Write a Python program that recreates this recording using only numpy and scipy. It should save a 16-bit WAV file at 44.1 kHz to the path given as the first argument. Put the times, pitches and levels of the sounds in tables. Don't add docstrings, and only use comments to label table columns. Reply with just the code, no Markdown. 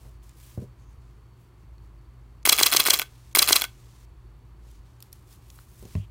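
import sys
import numpy as np
from scipy import signal
from scipy.fft import rfft, irfft, next_fast_len
from scipy.io import wavfile
from scipy.ndimage import uniform_filter1d

SR = 44100
rng = np.random.default_rng(int(sys.argv[2]) if len(sys.argv) > 2 else 0)


def gain_from_db(level_db):
    decades = np.asarray(level_db, float) / 20
    return 10 ** decades


def persist_wave(psi):
    counts = np.round(np.clip(psi, -1, 1) * 32767).astype(np.int16)
    wavfile.write(sys.argv[1], SR, np.atleast_2d(counts).T)


N = 269010


def rms_one(x):
    return x / np.sqrt(np.mean(x ** 2) + 1e-20)


def band(x, low_hz, high_hz):
    return signal.sosfilt(signal.butter(2, [low_hz, min(high_hz, .45 * SR)], "band", fs=SR, output="sos"), x)


def highpass(x, order, hz):
    return signal.sosfilt(signal.butter(order, hz, "high", fs=SR, output="sos"), x)


def ring(clicks, hz, t60):
    r, w = gain_from_db(-60 / (t60 * SR)), 2 * np.pi * hz / SR
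    return signal.lfilter([0, np.sin(w)], [1, -2 * r * np.cos(w), r * r], clicks + 1e-18)


def narrow(hz, width_hz):
    return rms_one(ring(rng.standard_normal(N), hz, np.log(1000) / np.pi / width_hz))


def flicker(low_hz, high_hz):
    return rms_one(band(rng.standard_normal(N), low_hz, high_hz))


# (pitch [Hz], level [dB per Hz])
AIR = [(15, -33), (59, 0.5), (217, -18.5), (734, -32.5), (2160, -34), (4490, -42.5), (5000, -46.5),
       (16000, -49)]
# (pitch [Hz], width [Hz], level [dB])
AIR_HUMPS = [(350, 59, -67.5), (1065, 400, -68)]
# (pitch [Hz], width [Hz])
DUCTS = [(55, 2), (119, 2.4)]
# (time [s], rumble level [dB])
GUSTS = [(0.0, -47.5), (0.28, -46.5), (0.31, -52.5), (0.76, -56), (0.82, -44.5), (1.38, -53.5), (1.49, -66),
         (1.68, -46), (2.5, -50), (2.65, -55), (3.83, -48.5), (3.96, -59), (3.99, -48), (4.29, -45),
         (4.4, -51.5), (4.78, -44.5), (4.9, -56), (5.9, -50)]
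# (width [Hz], level [dB])
WHINE = (49, -83.5)
AIR_DB, WHINE_HZ = -56, 4480
HUM_DB, HUM_SWAY_DB = -55.5, 2


def room_tone():
    hz = np.maximum(np.arange(N // 2 + 1) * SR / N, 1)
    air_hz, air_db = np.transpose(AIR)
    colour = gain_from_db(np.interp(np.log(hz), np.log(air_hz), air_db))
    out = gain_from_db(AIR_DB) * rms_one(irfft(rfft(rng.standard_normal(N)) * colour, N))
    for hump_hz, width_hz, db in AIR_HUMPS:
        out += gain_from_db(db) * narrow(hump_hz, width_hz)
    rumble_db = np.interp(np.arange(N) / SR, *np.transpose(GUSTS))
    hum_db = HUM_DB + HUM_SWAY_DB * flicker(1.3, 6.1)
    for level_db, (centre_hz, width_hz) in zip([rumble_db, hum_db], DUCTS):
        tone = narrow(centre_hz, width_hz)
        swell = np.sqrt(uniform_filter1d(tone ** 2, size=3000))
        out += gain_from_db(level_db) * tone / swell
    whine_width_hz, whine_db = WHINE
    return out + gain_from_db(whine_db) * narrow(WHINE_HZ, whine_width_hz)


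ROOM_T60_S, WALL_CUT_HZ = .22, 5000


def room(x):
    size = next_fast_len(N + SR)
    w = 2 * np.pi * np.arange(size // 2 + 1) / size
    dull = 1 / (1 + 1j * w * SR / (2 * np.pi * WALL_CUT_HZ)) ** .25
    echo = 0
    for lag in (rng.uniform(0.021, 0.045, 18) * SR).astype(int):
        loop = gain_from_db(-60 * lag / SR / ROOM_T60_S) * dull * np.exp(-1j * w * lag)
        echo = echo + loop / (1 - loop)
    return irfft(rfft(x, size) * echo, size)[:N]


DUCK_S, DUCK_DB = .011, -25


def duck(floor):
    gain = np.ones(N)
    first_touch_s = RELEASE[1][0][0]
    for first in (0, LAST_FRAMES[0] + 1):
        start = round((FRAMES[first][0] + first_touch_s - .004) * SR)
        gain[start - round(DUCK_S * SR):start] = gain_from_db(DUCK_DB)
    hiss = signal.sosfiltfilt(signal.butter(2, 1500, "high", fs=SR, output="sos"), floor)
    return floor + (uniform_filter1d(gain, size=60) - 1) * hiss


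# (time of firmest touch [s], rise [s], fall [s], rub level [dB], fine rustle over rub [dB])
STROKES = [(.03, 0.085, 0.094, -68, 0), (.235, 0.0091, 0.053, -72.5, 5.5), (.3, .05, 0.033, -71, -13),
           (.45, 0.086, 0.13, -61.5, 2), (.62, 0.017, 0.036, -71, -1), (.82, .04, 0.026, -77, -7),
           (.92, .03, .04, -78, -5), (1.02, .015, 0.13, -78, -20), (1.41, 0.034, .07, -83.5, 7),
           (1.62, 0.044, .03, -82, -6), (1.845, .02, .03, -81, -2), (4.71, 0.072, .08, -68, -6),
           (4.87, 0.018, 0.11, -74, -8), (5.02, 0.013, 0.078, -70.5, 1), (5.127, 0.0069, 0.092, -69, 1),
           (5.334, 0.054, 0.037, -62.5, 1.5), (5.44, 0.043, 0.058, -70, -3), (5.54, 0.058, 0.047, -70.5, 7),
           (5.6, 0.031, 0.049, -68.5, 3), (5.78, 0.14, 0.087, -70, 6), (5.93, 0.11, 0.088, -60.5, -3)]
# (start time [s], length [s], pitch [Hz], width [Hz], level [dB])
SLIDES = [
    (.78, .17, 6400, 900, -77),
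    (4.7, .08, 6500, 1200, -76),
    (5.95, .11, 2900, 900, -63),
    (0.0, .11, 400, 500, -62),
]
HOLD_DB, HOLD_FINE_DB = -81, -87.5
STANDBY_S, STANDBY_DB, STANDBY_FINE_DB = .522, -67, -72.5


def gloves():
    t = np.arange(N) / SR
    rub_level, fine_level = np.full(N, gain_from_db(HOLD_DB)), np.full(N, gain_from_db(HOLD_FINE_DB))
    for s, rise, fall, rub_db, fine_db in STROKES:
        touch = np.exp(-((t - s) / np.where(t < s, rise, fall)) ** 2)
        rub_level += gain_from_db(rub_db) * touch
        fine_level += gain_from_db(rub_db + fine_db) * touch
    ends = [FRAMES[k][0] for k in LAST_FRAMES]
    standby = np.any([(t > end) & (t < end + STANDBY_S) for end in ends], axis=0)
    rub_level += standby * gain_from_db(STANDBY_DB)
    fine_level += standby * gain_from_db(STANDBY_FINE_DB)
    clumps_db = 1.5 * flicker(8, 60) + 1.5 * flicker(60, 400)
    rub = rms_one(band(rng.standard_normal(N), 1600, 8300))
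    fine = rms_one(band(rng.standard_normal(N), 7000, 17000))
    out = gain_from_db(0.76 * clumps_db) * rub_level * rub + gain_from_db(clumps_db) * fine_level * fine
    for s, length, hz, width_hz, level_db in SLIDES:
        stroke = np.sin(np.pi * np.clip((t - s) / length, 0, 1)) ** 0.29
        noise = band(rng.standard_normal(N), hz - width_hz / 2, hz + width_hz / 2)
        out += gain_from_db(level_db) * stroke * rms_one(noise)
    return out


# (time [s], peak level [dB], hardness [Hz])
KNOCKS = [
    (.051, -46.5, 300),
    (.5762, -25, 700),
    (.6215, -34, 150),
    (5.826, -38.5, 595),
    (5.853, -39, 600),
]
# (pitch [Hz], level [dB], fade t60 [s])
EDGE = [(127, -6, 0.36), (201, 3, 0.034), (398, 1, 0.022), (483, -5.5, 0.028), (566, -24, 0.066),
        (737, -22, 0.097), (990, -18, 0.047), (1400, -22, 0.035)]
# (time [s], peak level [dB], hardness [Hz])
BUMPS = [
    (5.953, -19, 250),
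    (5.976, -27, 89.4),
]
# (pitch [Hz], level [dB], fade t60 [s])
TABLE = [(100, 10.5, 0.2), (147, 13, 0.077), (200, -5, 0.17), (262, -6.5, 0.12), (413, -3, 0.049),
         (626, -1.5, 0.036), (1074, 4.5, 0.011), (1990, 9, 0.008)]


def bumps(hits, modes, grit):
    out, t = np.zeros(N), np.arange(SR // 3) / SR
    for s, peak_db, hard_hz in hits:
        settling = rng.standard_normal(len(t)) * np.exp(-t / 0.017)
        push = (t == 0) + grit * settling
        soft = np.exp(-2 * np.pi * np.clip(hard_hz, 50, 5000) / SR)
        push = signal.lfilter([1 - soft], [1, -soft], push)
        knock = band(sum(gain_from_db(db) * ring(push, hz, t60) for hz, db, t60 in modes), 71, 6500)
        tail = out[round(s * SR):][:len(t)]
        tail += gain_from_db(peak_db + 2.0) * knock[:len(tail)] / np.abs(knock).max()
    return out


# (time [s], peak level [dB], pitch [Hz], second pitch [Hz])
TICKS = [(0.2264, -58, 3660, 3710), (0.2935, -43, 8560, 3570), (0.5134, -49, 2500, 2500),
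         (0.617, -53, 1460, 4520), (1.7813, -51.5, 4360, 4300), (4.7133, -49, 10000, 13000),
         (5.004, -42, 12340, 2740), (5.0249, -30, 12100, 5570), (5.1286, -30.5, 12300, 6030),
         (5.226, -55, 12000, 10500), (5.502, -35.5, 6990, 4300), (5.5886, -40.5, 1545, 4040),
         (5.8266, -42.5, 9700, 3710), (5.853, -42, 6660, 6470), (5.9522, -36.5, 2610, 1200)]
# (time [s], peak level [dB], pitch [Hz], second pitch [Hz])
PRESS = [
    (2.4295, -45.5, 6800, 7300),
    (2.432, -62.5, 9000, 4060),
    (3.328, -47, 6770, 7320),
    (4.093, -63.5, 13000, 12200),
]


def ticks():
    out, t = np.zeros(N), np.arange(600) / SR
    for s, peak_db, hz, second_hz in TICKS + PRESS:
        touch = rng.standard_normal(len(t)) * np.exp(-t / 0.0015)
        snap = .6 * rms_one(band(touch, hz / 4.5, hz * 1.7))
        snap += .5 * rms_one(ring(touch, hz, .005))
        snap += .25 * rms_one(ring(touch, second_hz, .008))
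        out[round(s * SR):][:len(t)] += gain_from_db(peak_db) * snap / np.abs(snap).max()
    return out


def foam_stop(x):
    return band(band(x, 250, 1700), 250, 1700)


# (time from curtain strike [s], peak level [dB])
SLAPS = [
    (-.0222, -13),
    (.027, -21),
]
BOOM_HZ, BOOM_T60_S, BOOM_DB = 421, 0.017, -5.5


def mirror():
    blows = np.full(N, 1e-18)
    for s, gain_db, _ in FRAMES:
        for lag, peak_db in SLAPS:
            blows[round((s + lag) * SR)] = gain_from_db(gain_db + peak_db + rng.normal())
    one_blow = np.eye(1, 400)[0]
    knock = foam_stop(blows) / foam_stop(one_blow).max()
    boom = band(ring(blows, BOOM_HZ, BOOM_T60_S), 250, 1700)
    return knock + gain_from_db(BOOM_DB) * boom


# (time from curtain strike [s], whirr level [dB])
GEARS = [(-.044, -34), (-.03, -32), (-.012, -43), (.005, -28.5), (.026, -38), (.05, -37), (.078, -42),
         (.112, -39), (.135, -58.5)]
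# (low [Hz], high [Hz], level [dB])
GEAR_BANDS = [(287, 1000, -9), (1210, 3200, -2), (2480, 3100, -6.5), (4610, 7200, -0.5), (7740, 8600, -8.5),
              (10600, 15000, -2)]


def gears():
    whirr, t = np.zeros(N), np.arange(N) / SR
    for s, gain_db, _ in FRAMES:
        whirr += gain_from_db(gain_db + np.interp(t - s, *np.transpose(GEARS), left=-200, right=-200))
    teeth = rng.standard_normal((2, N))
    rush = 0
    for k, (low, high, db) in enumerate(GEAR_BANDS):
        rush = rush + gain_from_db(db) * rms_one(band(teeth[k % 2], low, high))
    return whirr * rush


# (time from curtain strike [s], clack level [dB], pitch of struck part [Hz])
RELEASE = (-10, -1, .8), [(-.0429, -15, 1510), (-.0404, -18, 2900), (-.0373, -23, 2070),
           (-.0336, -16, 4200), (-.0258, -28, 7280)]
MIRROR_UP = (-9, 0, .7), [(-.0216, -20, 2240), (-.0191, -25, 2240)]
LINKAGE = (-11, -1, 1), [(-.0151, -29, 6420), (-.0099, -25, 2280), (-.007, -16, 4350), (-.0051, -19, 2240)]
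CURTAIN = (-21, -8, .9), [(-.0040, -13, 5800), (-.0024, -11, 4800), (-.0012, -7, 4300)]
MIRROR_DOWN = (-11, 0, 1.6), [(.0223, -26, 2280), (.0259, -19, 3880), (.0286, -13, 3270),
               (.0304, -14, 3450), (.0334, -13, 3320)]
WINDER = (-11, -1, .9), [(.0389, -23, 2540), (.0417, -24, 3270), (.0481, -27, 5080), (.0539, -29, 1890),
          (.0621, -30, 5560), (.0688, -27, 7280), (.082, -21, 3570), (.0886, -16, 2100)]
BRAKE = (-9, -6, .9), [(.1095, -20.5, 1700), (.1139, -31, 1510), (.1179, -30, 3790), (.1211, -34, 1510)]
STAGES = [RELEASE, MIRROR_UP, LINKAGE, CURTAIN, MIRROR_DOWN, WINDER, BRAKE]
# (pitch [Hz], level [dB], fade t60 [s])
CASE = [(300, -5, .014), (430, -2, .013), (620, -4, .01), (820, -3, .009), (1020, -2, .009),
        (1230, 0, .012)]
# (pitch [Hz], level [dB], fade t60 [s])
MECHANISM = [(1500, -7, .04), (2030, -4, .008), (2200, -3, .011), (2600, -2, .009), (3000, -6, .006),
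             (3350, 0, .02), (3800, -5, .006), (4100, 1, .011), (4530, -1, .009), (4800, -2, .008),
             (5250, -1, .009), (5750, -4, .006), (6400, 0, .01), (7250, -1, .006)]
# (pitch [Hz], level [dB], fade t60 [s])
SPRINGS = [(8250, -12, .004), (9800, -9, .003), (11600, -6, .004), (12900, -8, .003), (15300, -2, .003)]
# (low [Hz], high [Hz], level [dB])
SNAP = [(203, 2100, -3), (400, 3400, -13), (1420, 2900, -5.5), (2600, 2700, -8), (4440, 14000, -1.5),
        (7500, 11500, 1), (11500, 22000, 3)]
PART_DB = (-1.5, -1.0, -1.0)
THUD_HZ, SIZZLE_HZ = 1350, 8000
OFF_CENTRE_DB = 9.0
LIGHT_TILT = .75
REPEAT = .9


def contacts():
    rows = []
    for (thud_db, sizzle_db, ms), touches in STAGES:
        rows += [(s, db + thud_db, db, db + sizzle_db, hz, ms) for s, db, hz in touches]
    at, *levels_db, centre_hz, rattle_ms = np.transpose(rows)
    lightness_db = np.clip(levels_db[1] - levels_db[0], 0, 12)
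    body = CASE + MECHANISM + SPRINGS
    since = np.arange(1100) / SR / (rattle_ms[:, None] / 1000)
    shape = np.minimum(since * 5, 1) * np.exp(-.9 * since)
    same = rng.standard_normal(shape.shape)
    fresh = rng.standard_normal((len(FRAMES), *shape.shape))
    blows = shape * (REPEAT * same + np.sqrt(1 - REPEAT ** 2) * fresh)
    grip_db = 2.2 * rng.standard_normal((len(at), len(body)))
    parts = np.zeros((3, *blows.shape))

    def add(hz, own_db, sound):
        part = int(hz > THUD_HZ) + int(hz > SIZZLE_HZ)
        loss_db = 0 * centre_hz
        if part == 0:
            loss_db = LIGHT_TILT * lightness_db * np.log2(THUD_HZ / hz)
        if part == 1:
            loss_db = OFF_CENTRE_DB * np.abs(np.log2(hz / centre_hz))
        parts[part] += gain_from_db(own_db - loss_db)[:, None] * sound

    for k, (low, high, db) in enumerate(SNAP):
        add(np.sqrt(low * high), db, (-1) ** k * band(blows, low, high))
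    for k, ((hz, db, t60), own_db) in enumerate(zip(body, grip_db.T)):
        even = 1.9 / np.sqrt(t60 * SR)
        add(hz, db + 3.5 + own_db, (-1) ** k * ring(blows, hz, t60) * even)
    parts[1] = band(parts[1], THUD_HZ, SIZZLE_HZ * 1.1)
    parts[2] = band(parts[2], SIZZLE_HZ * .9, 19000)
    crest = np.sqrt(uniform_filter1d(parts ** 2, size=45).max(axis=-1).mean(axis=1))
    gain = gain_from_db(np.array(levels_db) + np.array(PART_DB)[:, None]) / crest
    return at, parts * gain[:, None, :, None]


# (time [s], level [dB], extra sizzle of all contacts from the release through the curtains
# [dB])
FRAMES = [
    (2.496, 0.5, 4),
    (2.6337, 0, 2),
    (2.7701, 0, 0.5),
    (2.9068, -0.5, 3),
    (3.393, 0.5, 5),
    (3.53, 0, 2),
]
LAST_FRAMES = (3, 5)
FRAME_SPREAD_DB = 1.0


def camera():
    at, (thud, clack, sizzle) = contacts()
    spread = gain_from_db(FRAME_SPREAD_DB * rng.standard_normal(thud.shape[:2]))
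    out = gears()
    for k, (s, gain_db, early_db) in enumerate(FRAMES):
        count = len(at) if k in LAST_FRAMES else len(at) - len(BRAKE[1])
        for j in range(count):
            extra = gain_from_db(early_db * (at[j] < 0))
            sound = thud[k, j] + clack[k, j] + extra * sizzle[k, j]
            out[round((s + at[j]) * SR):][:len(sound)] += gain_from_db(gain_db) * spread[k, j] * sound
    return highpass(out, 4, 190)


ROOM_DB = -26


def scene():
    close = bumps(KNOCKS, EDGE, grit=0.074) + bumps(BUMPS, TABLE, grit=0.029)
    close += ticks() + mirror() + camera()
    floor = duck(room_tone() + gloves())
    return (close + gain_from_db(ROOM_DB) * room(close) + floor)[None]


def top_cut(x):
    return signal.sosfilt(signal.butter(12, 17040, fs=SR, output="sos"), x)


def record(dry):
    x = highpass(np.clip(dry, -.85, .85), 3, 42)
    x = signal.sosfilt(signal.ellip(10, .1, 55, 15800, fs=SR, output="sos"), x)
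    return top_cut(x)


dry = scene()
out = record(dry)
persist_wave(out)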